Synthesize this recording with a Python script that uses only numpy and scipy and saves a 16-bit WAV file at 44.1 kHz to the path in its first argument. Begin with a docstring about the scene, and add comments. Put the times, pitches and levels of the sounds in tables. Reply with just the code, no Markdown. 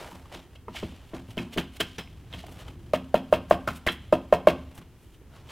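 """Soft taps, then seven heavy knocks and two glancing ones ring over a low rumble, among ticks and rustling.
A shot-filled plastic mallet taps a cast cylinder block down its studs on a steel bench, heard close and near-mono.
Each contact is a damped swing; brief forces feed decaying modes of block and bench, and the studs clack.
Enveloped noise makes the loose shot and the sleeves; a diffuse tail makes the hard-walled workshop answer."""
import sys
import numpy as np
from scipy import signal
from scipy.fft import rfft, irfft
from scipy.io import wavfile
from scipy.ndimage import uniform_filter1d

SR = 44100
rng = np.random.default_rng(int(sys.argv[2]) if len(sys.argv) > 2 else 0)


def master_out(mix):
    """Clip the mix to full scale and print it as 16-bit PCM to the path in sys.argv[1]."""
    frames = np.transpose(np.atleast_2d(mix))
    ceiling = np.clip(frames, -1, 1)
    pcm = np.round(ceiling * 32767).astype(np.int16)
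    wavfile.write(sys.argv[1], SR, pcm)


def ratio_of_db(decibels):
    """Turn decibels (scalar or array-like) into linear amplitude factors; 0 dB maps to 1."""
    return 10 ** (np.asarray(decibels, float) / 20)


N = 242991  # samples
T = np.arange(N) / SR  # s


def colour(x, points):
    """Linear filtering: the spectrum is weighted by (Hz, dB) points on a log-frequency axis."""
    hz, db = np.transpose(points)
    f = np.arange(N // 2 + 1) * SR / N + 1  # the added 1 Hz keeps the logarithm finite
    gain = ratio_of_db(np.interp(np.log(f), np.log(hz), db))
    return irfft(rfft(x) * gain, N)


def band(x, lo_hz, hi_hz, order=2):
    """Band limitation by a Butterworth band-pass."""
    edges_hz = [lo_hz, min(hi_hz, 0.45 * SR)]
    return signal.sosfilt(signal.butter(order, edges_hz, "band", fs=SR, output="sos"), x)


def unit(x):
    """Power normalisation to rms 1."""
    return x / np.sqrt(np.mean(x ** 2))


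def walk(rate):
    """Random modulation: levels drawn at the given rate in Hz, each slewed into the next."""
    hold = int(SR / rate)
    steps = np.repeat(rng.standard_normal(N // hold + 1), hold)
    return uniform_filter1d(steps, hold)[:N]


# Spectrum of the workshop air. Each row: frequency in Hz, relative density in dB per Hz.
SHOP_SPECTRUM = [(12, -48.5), (20, -10), (60, 3.5), (96, 2.5), (210, -11), (357, -12.5), (678, -30),
                 (738, -29), (897, -28), (2320, -33), (2990, -35), (4420, -41), (14700, -44), (16000, -42)]
SHOP_DB = -49


def shop():
    """Stationary background noise: rumble and faint hiss of the workshop, its low end wavering in level."""
    air = unit(colour(rng.standard_normal(N), SHOP_SPECTRUM))
    low = band(air, 30, 560)
    waver = ratio_of_db(3.19 * walk(4.9))
    return ratio_of_db(SHOP_DB) * (air + low * (waver - 1))


# Spectrum of the faint hiss between the channels. 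Each row: frequency in Hz, relative density in dB per Hz.
HISS_SPECTRUM = [(20, -6.5), (60, -4.5), (150, -27), (500, -35.5), (1200, -39.5), (3300, -43.5),
                 (4500, -36), (15000, -37.5)]
HISS_DB = -64.5


def side_hiss():
    """Difference signal: faint coloured noise, to be carried in opposite phase by the two channels."""
    return ratio_of_db(HISS_DB) * unit(colour(rng.standard_normal(N), HISS_SPECTRUM))


# Noise bands of the rustle's middle. Each row: centre in Hz, width in Hz, relative level in dB.
PRESENCE_BANDS = [(2450, 1200, 27.5), (2995, 490, 32), (3900, 1200, -12)]
# Swishes of cloth and sliding shot. Each row: peak time in seconds, level of the middle in dB,
# rise and fall in seconds for a tenfold change, treble and body in dB relative to the middle.
SWISHES = [(.01, -57.5, 0.06, 0.19, -21, 15.5), (.11, -67.5, 0.16, 0.17, 5.5, 10),
           (0.318, -57.5, 0.0027, 0.14, -15, 4.5), (.35, -51.5, 0.06, 0.089, -33, 1.5),
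           (.56, -59, .03, 0.015, -31, 2), (0.764, -39.5, 0.039, 0.098, -39.5, -12),
           (.86, -58, 0.1, 0.57, -35, 1.5), (1.106, -73, 0.153, 0.01, 4, -10),
           (1.148, -66, 0.024, 0.095, -16, 19.5), (1.31, -55, 0.041, 0.048, -6, -6),
           (1.419, -60.5, 0.064, 0.097, -20, 14), (1.541, -41.5, 0.02, 0.023, -9, -11),
           (1.583, -52, 0.03, 0.1, -31, 5), (1.768, -49.5, 0.041, 0.0153, -6.5, -8),
           (1.804, -27, 0.0044, 0.034, -11, -9.5), (1.87, -54, 0.01, 0.2146, -36, -30),
           (1.962, -57.5, .04, .015, -12, -25), (2.03, -65, 0.01, 0.19, -34, -6),
           (2.341, -55.5, 0.055, .08, -30.5, -1), (2.395, -49.5, 0.049, 0.086, -27, -13),
           (2.466, -66, 0.0058, 0.026, 6, 8), (2.519, -68.5, 0.04, 0.056, 7.5, 11),
           (2.607, -53, 0.079, 0.039, -9, 1), (2.684, -62, 0.087, 0.031, -24, 11.5),
           (3.321, -62.5, 0.0085, 0.0033, 3, -10), (3.502, -52, 0.0059, 0.005, 8, 7),
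           (3.73, -62, 0.01, 0.05, -6, -7), (3.772, -48, 0.038, 0.016, 0, -9),
           (3.922, -48, 0.013, 0.0397, -1.5, -11), (4.02, -69, 0.017, 0.48, -24, -13),
           (4.6, -66.5, 0.15, 0.081, -27, 6), (4.751, -60.5, 0.004, 0.011, 9.5, -13),
           (4.78, -60.5, 0.024, 0.017, 7, 10), (5.042, -68.5, 0.13, 0.18, -0.5, -23.5),
           (5.145, -64, 0.0333, .03, -9, -18), (5.369, -64, 0.12, 0.22, -17, 8),
           (5.507, -47, .04, 0.017, -32, 0)]
# Steady shuffle under them. Each row: time in seconds, level of the middle in dB.
SHUFFLE_LEVELS = [(0, -73.5), (1.3, -85.5), (1.65, -74), (2.25, -72), (2.9, -69.5), (3.7, -67),
                  (4.1, -71.5), (4.7, -72), (5.51, -90.5)]
SHUFFLE_TREBLE_DB, SHUFFLE_BODY_DB = -9.5, 6.5  # relative to the middle


def rustle():
    """Friction noise: grainy, lifted near 3 kHz, with its own treble and body; swishes swell and die away."""
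    grains = rng.standard_normal((3, N)) * ratio_of_db(2.56 * walk(250))
    middle = unit(sum(ratio_of_db(db) * band(grains[0], hz - width / 2, hz + width / 2, order=1)
                      for hz, width, db in PRESENCE_BANDS))
    treble = unit(colour(grains[1], [(3500, -34), (5000, -9.0), (9000, -3), (15000, -7.5)]))
    body = unit(band(grains[2], 433, 980, order=1))

    shuffle = ratio_of_db(np.interp(T, *np.transpose(SHUFFLE_LEVELS)))
    gain = shuffle * ratio_of_db(np.array([[0], [SHUFFLE_TREBLE_DB], [SHUFFLE_BODY_DB]]))
    for s, db, rise_s, fall_s, treble_db, body_db in SWISHES:
        # three tenfold changes on either side of the peak
        span = slice(max(int((s - 3 * rise_s) * SR), 0), int((s + 3 * fall_s) * SR))
        t = T[span] - s
        shape = ratio_of_db(db - 20 * np.maximum(t / fall_s, -t / rise_s))
        gain[:, span] += shape * ratio_of_db(np.array([[0], [treble_db], [body_db]]))
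    return np.sum(gain * [middle, treble, body], axis=0)


# Ticks and bounces, mostly small, and the louder chatter of the glancing blows.
# Each row: start in seconds, level in dB, pitch in Hz, bench thud in dB, shot hiss in dB.
TICKS = [(.013, -37.5, 410, -41, -69.5), (.118, -39, 950, -36, -71), (0.256, -43.5, 1060, -59.5, -63.5),
         (0.315, -46, 910, -49, -78), (.347, -37.5, 3540, -40, -54), (0.558, -44, 2930, -59, -82),
         (.68, -32, 450, -35.5, -70), (.682, -29, 1010, -54, -64), (.748, -37.5, 774, -65, -73.5),
         (.765, -28.5, 2217, -54, -73), (0.836, -50, 990, -40, -61), (1.182, -45, 2550, -39, -82),
         (1.285, -39, 110, -43, -80), (1.388, -26, 2500, -30, -52), (1.42, -47, 4700, -56, -67),
         (1.562, -26, 407, -25.5, -70), (1.803, -32, 2720, -36, -52), (1.817, -40, 2000, -44, -79),
         (1.984, -29.5, 5800, -57, -58), (1.996, -31.5, 3200, -48, -80), (2.074, -45, 2500, -65, -77),
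         (2.327, -36, 3650, -42, -59), (2.337, -31, 3200, -37, -51.5), (2.343, -38.5, 186, -55, -67),
         (2.438, -35.5, 734, -53, -80), (2.482, -40.5, 826, -43, -58.5), (2.681, -40.5, 3100, -46, -56),
         (3.676, -19.5, 1410, -40, -38), (3.687, -21.5, 1300, -30.5, -70), (3.873, -14, 1952, -57, -41),
         (3.882, -16.5, 1667, -44.5, -67), (3.888, -16.5, 3200, -51, -75), (4.712, -64, 2000, -61, -58.5),
         (4.745, -65.5, 2500, -55, -67), (4.778, -49.5, 720, -39.5, -56), (4.791, -68, 2500, -60, -85),
         (4.814, -49, 1220, -56, -59.5), (5.213, -47, 432, -61, -77.5), (5.336, -51, 1500, -57, -64)]
TICK_RING_DB = -5.5  # block ring relative to the contact
# Softer taps on the side of the block. Each row: start in seconds, level in dB, clack in dB,
# bench thud in dB, shot hiss in dB.
SIDE_TAPS = [(.827, -24, -38, -30, -63), (1.133, -30, -47, -29, -75), (1.371, -27.5, -25.5, -24, -55.5),
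             (1.575, -20, -19.5, -31, -34.5), (1.801, -24, -19, -34, -48),
             (1.982, -31.5, -36.5, -36.5, -41.5)]
SIDE_HZ, SIDE_RING_DB = 414.5, -2
SIDE_CLACK_S, SIDE_CLACK_HZ = 0.007, 3040  # delay and pitch of the clack
# Blows on top of the block, two of them glancing. Each row: start in seconds, level in dB, pitch in Hz,
# clack in dB, shot hiss in dB.
TOP_BLOWS = [(2.9345, -9, 608, -25.5, -40), (3.142, -6, 623, -24.5, -40), (3.3253, -3, 616, -22, -36),
             (3.5096, -1.5, 634, -29, -35.5), (3.674, -20.5, 601, -30, -44.5), (3.865, -20, 620, -32, -34),
             (4.125, -3, 606, -32, -39), (4.325, -2, 608.5, -25, -37.5), (4.4713, 0, 606, -20.5, -32)]
TOP_RING_DB = -3.5
TOP_THUD_DB, THUD_PER_DB = -22.5, 0.37  # thud of a 0 dB blow, and its change per dB of blow
TOP_CLACK_S, TOP_CLACK_HZ = 0.012, 2794
# the clack of the block on its studs: its ring, thud and shot hiss relative to it
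CLACK_RING_DB, CLACK_THUD_DB, CLACK_SHOT_DB = -5.5, -16, -21
# the low thump of the head's weight, relative to the blow
THUMP_HZ, SIDE_THUMP_DB, TOP_THUMP_DB = 185.6, -7.5, -25


def clack(s, db, hz):
    """Secondary impact: the block on its studs rings, thuds and stirs the shot in proportion."""
    return s, db, hz, CLACK_RING_DB, db + CLACK_THUD_DB, db + CLACK_SHOT_DB


def thump(s, db):
    """Inertial impact: the head's weight gives a low contact swing without ring, bench thud or shot."""
    return s, db, THUMP_HZ, -np.inf, -np.inf, -np.inf


def knocks():
    """Superposition of impacts as six rows: s, level dB, pitch Hz, relative ring dB, thud dB, shot dB."""
    contacts = [(s, db, hz, TICK_RING_DB, thud_db, shot_db) for s, db, hz, thud_db, shot_db in TICKS]
    for s, db, clack_db, thud_db, shot_db in SIDE_TAPS:
        contacts.append((s, db, SIDE_HZ, SIDE_RING_DB, thud_db, shot_db))
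        contacts.append(clack(s + SIDE_CLACK_S, clack_db, SIDE_CLACK_HZ))
        contacts.append(thump(s, db + SIDE_THUMP_DB))
    for s, db, hz, clack_db, shot_db in TOP_BLOWS:
        thud_db = TOP_THUD_DB + THUD_PER_DB * db
        contacts.append((s, db, hz, TOP_RING_DB, thud_db, shot_db))
        contacts.append(clack(s + TOP_CLACK_S, clack_db, TOP_CLACK_HZ))
        contacts.append(thump(s, db + TOP_THUMP_DB))
    return np.transpose(contacts)


def knock():
    """Heavily damped oscillation: the contact itself builds and dies within milliseconds."""
    t, out = T[:SR // 25], np.zeros(N + SR)
    for s, db, hz in knocks()[:3].T:
        rise_s = 1.5 / hz + 0.0004
        envelope = (t / rise_s) ** 2 * np.exp(2 - 2 * t / rise_s)  # reaches 1 at rise_s
        swing = envelope * np.sin(2 * np.pi * hz * t)
        out[int(s * SR):][:len(t)] += ratio_of_db(db) * swing
    return out[:N]


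def ring(force, hz, t60):
    """Modal resonance: a two-pole mode decays by 60 dB in t60 seconds; loose joints make it flutter."""
    pole = np.exp(2j * np.pi * hz / SR - np.log(1000) / (t60 * SR))
    flutter = ratio_of_db(4 * walk(hz / 12 + 40))
    return flutter * signal.lfilter([pole.imag], [1, -2 * pole.real, abs(pole) ** 2], force)


def pushes(seconds, gains, cycles, hz):
    """Impulsive excitation: each short contact swings both ways, as a windowed wave at the mode's pitch."""
    force = np.zeros(N)
    np.add.at(force, (np.asarray(seconds) * SR).astype(int), gains)
    window = np.hanning(int(cycles * SR / hz) + 3)
    wave = window * np.cos(2 * np.pi * hz / SR * np.arange(len(window)))
    return signal.fftconvolve(force, 2 * wave / window.sum())[:N]


# Modes of the block on its studs. Each row: frequency in Hz, relative level in dB, t60 in seconds.
BLOCK_MODES = [(329.4, 1, 0.12), (437, -13.5, 0.18), (586, 9.5, 0.015), (634, 7.5, 0.056),
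               (712, -4.5, 0.13), (770, -23.5, 0.016), (933, 0, 0.084), (1036, 4.5, 0.05),
               (1132, 6.5, 0.024), (1237, 2, .045), (1370, -0.5, 0.072), (1577.5, 5, 0.03),
               (1831, 1, 0.058), (1822, 2, 0.072), (2016, -19.5, .13), (2134, 5.5, 0.023), (2245, -15, .06),
               (2500, -14.5, 0.26), (2580, -4.5, 0.083), (2663, -5.5, .08), (2930, -16, 0.11),
               (3239, -5, 0.079), (3070, -3.5, 0.06), (3166, -15.5, 0.32), (3197, -7.5, 0.14),
               (3354, -14, 0.29), (3700, -8, .06), (4020, -13, 0.24), (5170, -18, .2), (5800, -17, 0.069)]


def block():
    """Modal excitation: each knock favours modes near its pitch; the struck spot scatters their shares."""
    s, db, centre_hz, ring_db = knocks()[:4]
    hz, mode_db, t60 = np.transpose(BLOCK_MODES)
    off = np.log2(hz / centre_hz[:, None]) / 0.75  # distance in units of 0.75 octave
    spot_db = 1.8 * rng.standard_normal(off.shape)
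    share = ratio_of_db(mode_db - 5.92 * np.log2(1 + off ** 2) + spot_db)
    # the shares of one knock add in power to its ring level
    share *= (ratio_of_db(db + ring_db) / np.linalg.norm(share, axis=1))[:, None]
    sign = (-1.) ** np.arange(len(hz))  # successive rows start in opposite phase
    out = np.zeros(N)
    for k in range(len(hz)):
        force = pushes(s, sign[k] * share[:, k], 1.65, hz[k])
        out += ring(force, hz[k], t60[k])
    return out


# Modes of the bench top. Each row: frequency in Hz, relative level in dB, t60 in seconds.
BENCH_MODES = [(47.3, -29, 0.35), (74.5, -17, 0.84), (122.4, -10.5, 0.23), (159.2, -18.5, 0.49),
               (186, -14, 0.42), (230.8, -7.5, .2), (261.4, -10, 0.46), (347.6, -8, 0.16)]


def bench():
    """Transmitted vibration: the weight of the blow reaches the bench modes 3 ms later."""
    s, thud_db = knocks()[[0, 4]]
    scatter_db = 2.5 * rng.standard_normal((len(s), len(BENCH_MODES)))
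    share = ratio_of_db(thud_db[:, None] + scatter_db)
    out = np.zeros(N)
    for k, (hz, mode_db, t60) in enumerate(BENCH_MODES):
        force = pushes(s + 0.003, share[:, k], 1.07, hz)
        out += ratio_of_db(mode_db) * ring(force, hz, t60)
    return out


def shot():
    """Granular impact noise: loose shot lands in the head with a tick and a grainy hiss that dies away."""
    s, shot_db = knocks()[[0, 5]]
    spikes = np.zeros(N)
    np.add.at(spikes, (s * SR).astype(int), ratio_of_db(shot_db))
    t = T[:SR // 5]
    tick = 0.92 * np.exp(-t / 0.0015)
    settling = 1.68 * np.exp(-t / 0.015) + 0.5 * np.exp(-t / 0.027)
    grains = rng.standard_normal(N) * ratio_of_db(2.94 * walk(600))
    hiss = colour(grains, [(700, 19.0), (1500, 12), (3000, 12.5), (4500, 3.5), (7000, -3.0), (15000, -7)])
    return unit(hiss) * signal.fftconvolve(spikes, tick + settling)[:N]


# Reverberation of the workshop. 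Each row: band centre in Hz, t60 in seconds, level in dB.
ROOM_BANDS = [(200, 0.49, -24.5), (450, 0.36, -34.5), (1066, 0.48, -25), (2000, 0.27, -21.5),
              (3300, 1, -24), (5860, .45, -29), (11000, .25, -31)]


def room(x):
    """Diffuse reverberation: every band dies at its own rate; the first reflections are dense and short."""
    t, tail = T[:SR], 0
    for hz, t60, db in ROOM_BANDS:
        noise = unit(band(rng.standard_normal(SR), hz / 1.5, hz * 1.5))
        late = np.exp(-np.log(1000) * t / t60)
        early = 2.0 * np.exp(-t / 0.031)
        decay = late + early
        tail = tail + ratio_of_db(db) * noise * decay / np.linalg.norm(decay)
    onset = np.clip(t / 0.0034, 0, 1)
    return signal.fftconvolve(x, tail * onset)[:N]


def scene():
    """Superposition in mid and side: all sources and the room sit in the middle, the faint hiss at the sides."""
    near = knock() + block() + bench() + shot()
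    mid = near + room(near) + rustle() + shop()
    side = side_hiss()
    # the channels differ slightly in gain
    return np.array([mid + side, ratio_of_db(0.09) * mid - side])


def band_limit(x):
    """A steep low-pass at the top of the band."""
    return signal.sosfilt(signal.butter(12, 16790, fs=SR, output="sos"), x)


def record(dry):
    """Soft saturation and low-pass filtering: the loudest peaks are rounded and the top is cut."""
    rounded = np.tanh(0.92 * dry) / 0.89
    top = signal.butter(10, 15700, fs=SR, output="sos")
    mix = signal.sosfilt(top, rounded)
    return band_limit(mix)


dry = scene()
out = record(dry)
master_out(out)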